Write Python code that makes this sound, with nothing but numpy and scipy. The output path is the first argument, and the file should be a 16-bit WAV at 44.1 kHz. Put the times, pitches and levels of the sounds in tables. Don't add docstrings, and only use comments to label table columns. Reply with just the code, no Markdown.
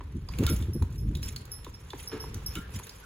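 import sys
import numpy as np
from scipy import signal
from scipy.fft import rfft, irfft
from scipy.io import wavfile
from scipy.ndimage import uniform_filter1d

SR = 44100
rng = np.random.default_rng(int(sys.argv[2]) if len(sys.argv) > 2 else 0)


def generate_wav(signal):
    frames = np.transpose(np.atleast_2d(signal))
    scaled = np.clip(frames, -1, 1) * 32767
    pcm = np.round(scaled).astype(np.int16)
    wavfile.write(sys.argv[1], SR, pcm)


N = 134505
T = np.arange(N) / SR
HZ = np.fft.rfftfreq(N, 1 / SR)

# start_s, level_db, pitch_fall_s, thud_relative_db
HOOF_FALLS = [(.008, -37, 0.031, -2), (0.29, -39.5, 0.029, -11), (0.823, -34.5, 0.016, -5.5),
              (1.666, -37, 0.033, 4), (1.9329, -31.5, 0.0124, 2.5), (2.24, -34.5, 0.017, -6),
              (2.797, -37.5, 0.02, -5)]
# time_s, level_db
WIND_ENVELOPE = [(0, -43), (.32, -37.5), (.45, -29.5), (.92, -36.5), (1.1, -29), (1.5, -46), (2.15, -47),
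                 (2.3, -37.5), (2.75, -44), (3.05, -54)]
# freq_hz, density_db
WIND_SPECTRUM = [(22, -18.5), (55, 3.5), (82, -0.5), (125, -4.5), (190, -13.5), (430, -27.5), (1500, -78)]
# start_s, boom_db, shudder_db, shudder_length_s
BUFFETS = [(0.141, -27, -37.5, .05), (0.386, -21, -25.5, .058), (0.437, -19, -54, .04),
           (0.496, -21.5, -28.5, .05), (0.598, -19.5, -39.5, .04), (0.684, -26, -37, .025),
           (0.747, -28, -31.5, .034), (0.81, -15, -36, .035), (1.043, -25, -40.5, .08),
           (1.092, -42, -40, .04), (1.145, -21.5, -41.5, .03), (2.119, -55, -44, .05),
           (2.351, -30.5, -43.5, .03), (2.559, -30, -38, .04), (2.741, -27, -42.5, .04)]
# freq_hz, level_db, t60_s
THUMP_TONES = [(63, -5.5, 0.28), (81, 6, 0.13)]
# time_s, level_db
TYRE_ENVELOPE = [(.27, -60.5), (.45, -43.5), (.7, -57.5), (1.02, -62.5), (1.28, -54), (1.8, -58.5),
                 (2.2, -51.5), (3.05, -55)]
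# freq_hz, density_db
GRIT_SPECTRUM = [(100, -39), (430, 8.5), (680, -4), (1000, 2.5), (3500, -8), (15000, -33)]
# start_s, clack_db, tick_db, pitch_hz
BUCKLE_CLICKS = [(0.287, -41, -55, 4740), (.336, -41.5, -62, 2330), (0.386, -37.5, -29.5, 2700),
                 (.435, -38.5, -34, 2800), (0.465, -30.5, -25, 3610), (0.49, -37, -47, 3380),
                 (0.562, -46.5, -35, 6540), (0.624, -42, -46, 3580), (0.823, -48, -38.5, 4020),
                 (1.151, -36.5, -36, 3760), (1.17, -62, -38.5, 2970), (1.228, -38, -38, 2880),
                 (1.361, -35.5, -33, 4300), (1.453, -71, -39.5, 3700), (1.645, -41, -41, 3560),
                 (1.903, -38.5, -54, 3513), (2.343, -40, -34, 6020), (2.553, -35, -28.5, 2940),
                 (2.752, -50, -48, 3150), (2.868, -48, -38, 3620), (2.893, -39.5, -44, 4890)]
# freq_hz, density_db
TICK_SPECTRUM = [(1000, -25), (7000, -6.5), (15500, -7)]
# time_s, level_db
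JINGLE_ENVELOPE = [(.27, -65.5), (.49, -39.5), (.7, -61.5), (1.2, -62), (1.245, -43.5), (1.45, -65.5),
                   (1.94, -58.5), (2.0, -42), (2.08, -57), (2.52, -57), (2.57, -44), (2.66, -67.5),
                   (2.76, -42.5), (2.83, -54.5)]
# freq_hz, gain_db
JINGLE_EQ = [(1200, -9), (2600, 2), (4300, -5), (6800, 0), (11000, -1), (15500, -7)]
# start_s, frame_db, hitch_db
STEEL_BLOWS = [(.468, -48, -40), (2.116, -30, -62), (2.553, -49, -41)]
# freq_hz, level_db, t60_s
FRAME_MODES = [(295, -3, .17), (364, -4, .33), (437, -2, .55), (905, -18, .35), (1303, -18, .3),
               (1658, -18, .35)]
# freq_hz, level_db, t60_s
HITCH_MODES = [(1390, 0, .35), (2230, -7, .18), (3050, -5, .16), (3705, -6, .2)]
# start_s, chime_db, clink_db, free_ring_s
RING_STRIKES = [(.497, -35.5, -43, 0.053), (0.732, -43.5, -51, 0.044), (0.978, -52.5, -53.5, 0.13),
                (1.23, -47, -42.5, 0.046), (1.515, -38.5, -40.5, 0.09), (1.74, -59, -46.5, 0.012),
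                (2.074, -42.5, -36, 0.026), (2.2, -47, -42.5, 0.11), (2.461, -33, -32, 0.01)]
# freq_hz, level_db, t60_s
CHIME_MODES = [(10797, -4, .32), (10890, -7, .14), (11830, -4, .22), (14000, -11, .16), (14370, -7, .14)]
# freq_hz, level_db, t60_s
CLINK_MODES = [(5310, 2, .18), (5540, 2, .11)]
# start_s, length_s, pitch_hz, level_db
SHAFT_SQUEAKS = [(2.587, 0.1, 1614, -52.5), (3.017, 0.066, 1530, -48)]
# freq_hz, width_ratio
STEREO_WIDTH = [(170, 0.0023), (550, 0.86)]
# freq_hz, left_minus_right_db
PORT_LEVEL_DIFF = [(900, 0), (4800, -3.5), (7500, 0)]
# freq_hz, left_lead_rad
PORT_PHASE_DIFF = [(2100, 0), (2800, 1.5), (3700, .5), (5700, 3.4), (6600, .3), (10600, -6.3),
                   (11500, -6.5), (15600, -12.4)]


def amp(db):
    return 10 ** (np.asarray(db) / 20)


def unit(x):
    return x / np.sqrt(np.mean(x ** 2) + 1e-20)


def per_bin(points):
    freq_hz, value = np.transpose(points)
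    return np.interp(np.log(HZ + 1), np.log(freq_hz), value)


def envelope(points):
    return amp(np.interp(T, *np.transpose(points)))


def colour(x, spectrum):
    return unit(irfft(rfft(x) * amp(per_bin(spectrum)), N))


def noise(spectrum):
    return colour(rng.standard_normal(N), spectrum)


def flutter(samples):
    return unit(uniform_filter1d(uniform_filter1d(rng.standard_normal(N), samples), samples))


def add(mix, start_s, sound):
    part = mix[max(round(start_s * SR), 0):][:len(sound)]
    part += sound[:len(part)]


def strike(modes, rise_s, detune=0.):
    out, t = np.zeros(SR), T[:SR]
    for hz, db, t60_s in modes:
        decay = amp(db + rng.standard_normal() - 60 * t / t60_s)
        pitch_hz = hz * (1 + detune * rng.uniform(-0.28, 1))
        out += decay * np.sin(2 * np.pi * (pitch_hz * t + rng.random()))
    return out * np.minimum(t / rise_s, 1)


def chatter(sound, depth_db, decay_s):
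    return sound * (1 + amp(depth_db) * flutter(samples=90)[:SR] * np.exp(-T[:SR] / decay_s))


def glide(pitch_hz):
    return np.sin(2 * np.pi * np.cumsum(pitch_hz) / SR)


def spread(a, b):
    width = np.clip(per_bin(STEREO_WIDTH), 0, 1)
    mid = rfft(a) * np.sqrt(1 - width ** 2 / 2)
    side = rfft(b) * width / np.sqrt(2)
    return irfft(np.array([mid + side, mid - side]), N)


def hooves(clop_hz=1094, hollow_hz=327.6, thud_scale_s=0.0041):
    out, t = np.zeros(N), T[:SR // 8]
    thud_hz = hollow_hz * (0.617 + 1.23 * np.exp(-t / 0.00947))
    thud = glide(thud_hz) * (t / thud_scale_s) ** 2 * np.exp(-1.07 * t / thud_scale_s)
    for start_s, db, fall_s, thud_db in HOOF_FALLS:
        pitch_hz = hollow_hz + (clop_hz - hollow_hz) * np.exp(-t / fall_s)
        clop = glide(pitch_hz) * np.minimum(t / .0006, 1) * np.exp(-(t / .0056) ** 1.5)
        grit = amp(-8) * np.exp(-t / .004) * noise(GRIT_SPECTRUM)[:len(t)]
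        add(out, start_s, amp(db) * (clop + amp(thud_db) * thud + grit))
    return out


def wind():
    return noise(WIND_SPECTRUM) * envelope(WIND_ENVELOPE)


def buffets(shudder_low_hz=116):
    out = np.zeros(N)
    for start_s, boom_db, shudder_db, length_s in BUFFETS:
        progress = np.arange(0, length_s, 1 / SR) / length_s
        top_hz = shudder_low_hz + 1220 * amp(shudder_db) ** .38
        band = signal.butter(4, [shudder_low_hz, top_hz], btype="band", fs=SR, output="sos")
        brown = np.cumsum(rng.standard_normal(SR))
        shudder = signal.sosfilt(band, brown)[-len(progress):] * np.sin(np.pi * progress) ** .5
        add(out, start_s, amp(shudder_db) * unit(shudder))
        add(out, start_s, amp(boom_db) * strike(THUMP_TONES, rise_s=0.026, detune=0.19))
    return out


def tyres(flutter_db=2):
    rough = [rng.standard_normal(N) * amp(flutter_db * flutter(samples=200)) for _ in range(2)]
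    return spread(*(colour(x, GRIT_SPECTRUM) for x in rough)) * envelope(TYRE_ENVELOPE)


def buckles(decay_s=0.0035, clack_width_hz=520, tone_t60_s=0.12):
    out, t = np.zeros(N), T[:SR // 10]
    tick_noise = noise(TICK_SPECTRUM)
    rise = np.minimum(t / 0.0013, 1)
    for start_s, clack_db, tick_db, hz in BUCKLE_CLICKS:
        tick = tick_noise[rng.integers(N - len(t)):][:len(t)]
        white = rng.standard_normal(len(t))
        narrow = unit(signal.lfilter(*signal.iirpeak(hz, Q=hz / clack_width_hz, fs=SR), white))
        wide = unit(signal.lfilter(*signal.iirpeak(hz, Q=1, fs=SR), white))
        tone = amp(-9 - 60 * t / tone_t60_s) * np.sin(2 * np.pi * hz * t)
        click = amp(clack_db) * (narrow + amp(-5) * wide) + amp(tick_db) * tick
        add(out, start_s, rise * (click * np.exp(-t / decay_s) + amp(clack_db) * tone))
    return out


def chains(links=64, taps_per_s=4000, tap_spread_db=6.5, clump_db=4, t60_s=0.036):
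    out, t = np.zeros(N), T[:SR // 10]
    clumps = amp(clump_db * flutter(samples=450))
    for hz in np.geomspace(1400, 15500, links):
        taps = rng.random(N) < taps_per_s / links / SR
        force = clumps * amp(tap_spread_db * np.minimum(rng.exponential(1, N), 2))
        tone = np.sin(2 * np.pi * hz * t) * amp(-60 * t / t60_s)
        scrape = rng.standard_normal(len(t)) * np.exp(-t / 0.0004)
        out += np.sqrt(hz) * signal.oaconvolve(taps * force, tone + scrape)[:N]
    return colour(out, JINGLE_EQ) * envelope(JINGLE_ENVELOPE)


def steel_clanks(rattle_db=-12, rattle_decay_s=0.056):
    out = np.zeros(N)
    for start_s, frame_db, hitch_db in STEEL_BLOWS:
        rattle = amp(rattle_db) * noise(GRIT_SPECTRUM)[:SR] * np.exp(-T[:SR] / rattle_decay_s)
        frame = strike(FRAME_MODES, rise_s=.02) * (1 + .45 * flutter(samples=500)[:SR])
        hitch = chatter(strike(HITCH_MODES, rise_s=0.0062), depth_db=0, decay_s=rattle_decay_s)
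        add(out, start_s, amp(frame_db) * (frame + rattle) + amp(hitch_db) * hitch)
    return out


def harness_rings():
    out = np.zeros(N)
    for start_s, chime_db, clink_db, free_s in RING_STRIKES:
        damping = 1 / np.hypot(1, (T[:SR] / free_s) ** 2)
        for db, modes in (chime_db, CHIME_MODES), (clink_db, CLINK_MODES):
            ring = chatter(strike(modes, rise_s=0.0025, detune=0.004), depth_db=-5, decay_s=.06)
            add(out, start_s, amp(db) * ring * damping)
    return out


def shaft_squeaks(jitter=0.065):
    out = np.zeros(N)
    for start_s, length_s, hz, db in SHAFT_SQUEAKS:
        swell = np.sin(np.pi * np.arange(0, length_s, 1 / SR) / length_s)
        pitch_hz = hz * (1 + jitter * flutter(samples=60)[:len(swell)])
        add(out, start_s, amp(db) * swell * glide(pitch_hz))
    return out


def woods_echo(x, t60_s=0.33, level_db=-7):
    tail = rng.standard_normal(SR) * amp(-60 * T[:SR] / t60_s)
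    return amp(level_db) * signal.fftconvolve(x, tail / np.linalg.norm(tail))[:N]


def scene():
    near = hooves() + steel_clanks() + shaft_squeaks() + buckles() + harness_rings()
    mix = near + wind() + buffets() + tyres() + spread(chains(), chains() / 2)
    mix += spread(woods_echo(near), woods_echo(near))
    sides = np.array([[.5], [-.5]])
    balance = amp(sides * per_bin(PORT_LEVEL_DIFF))
    phase_rad = sides * per_bin(PORT_PHASE_DIFF)
    return irfft(rfft(mix) * balance * np.exp(1j * phase_rad), N)


def record(dry):
    dips_hz, width_hz, dip_db, cutoff_hz = (8550, 13200), 550, -12, 16200
    dips = sum(np.exp(-((HZ - hz) / width_hz) ** 2) for hz in dips_hz)
    heard = irfft(rfft(dry) * amp(dip_db * dips), N)
    lowpass = signal.firwin(401, cutoff_hz, window=("kaiser", 9), fs=SR)
    return signal.oaconvolve(heard, lowpass[None], "same")


dry = scene()
out = record(dry)
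generate_wav(out)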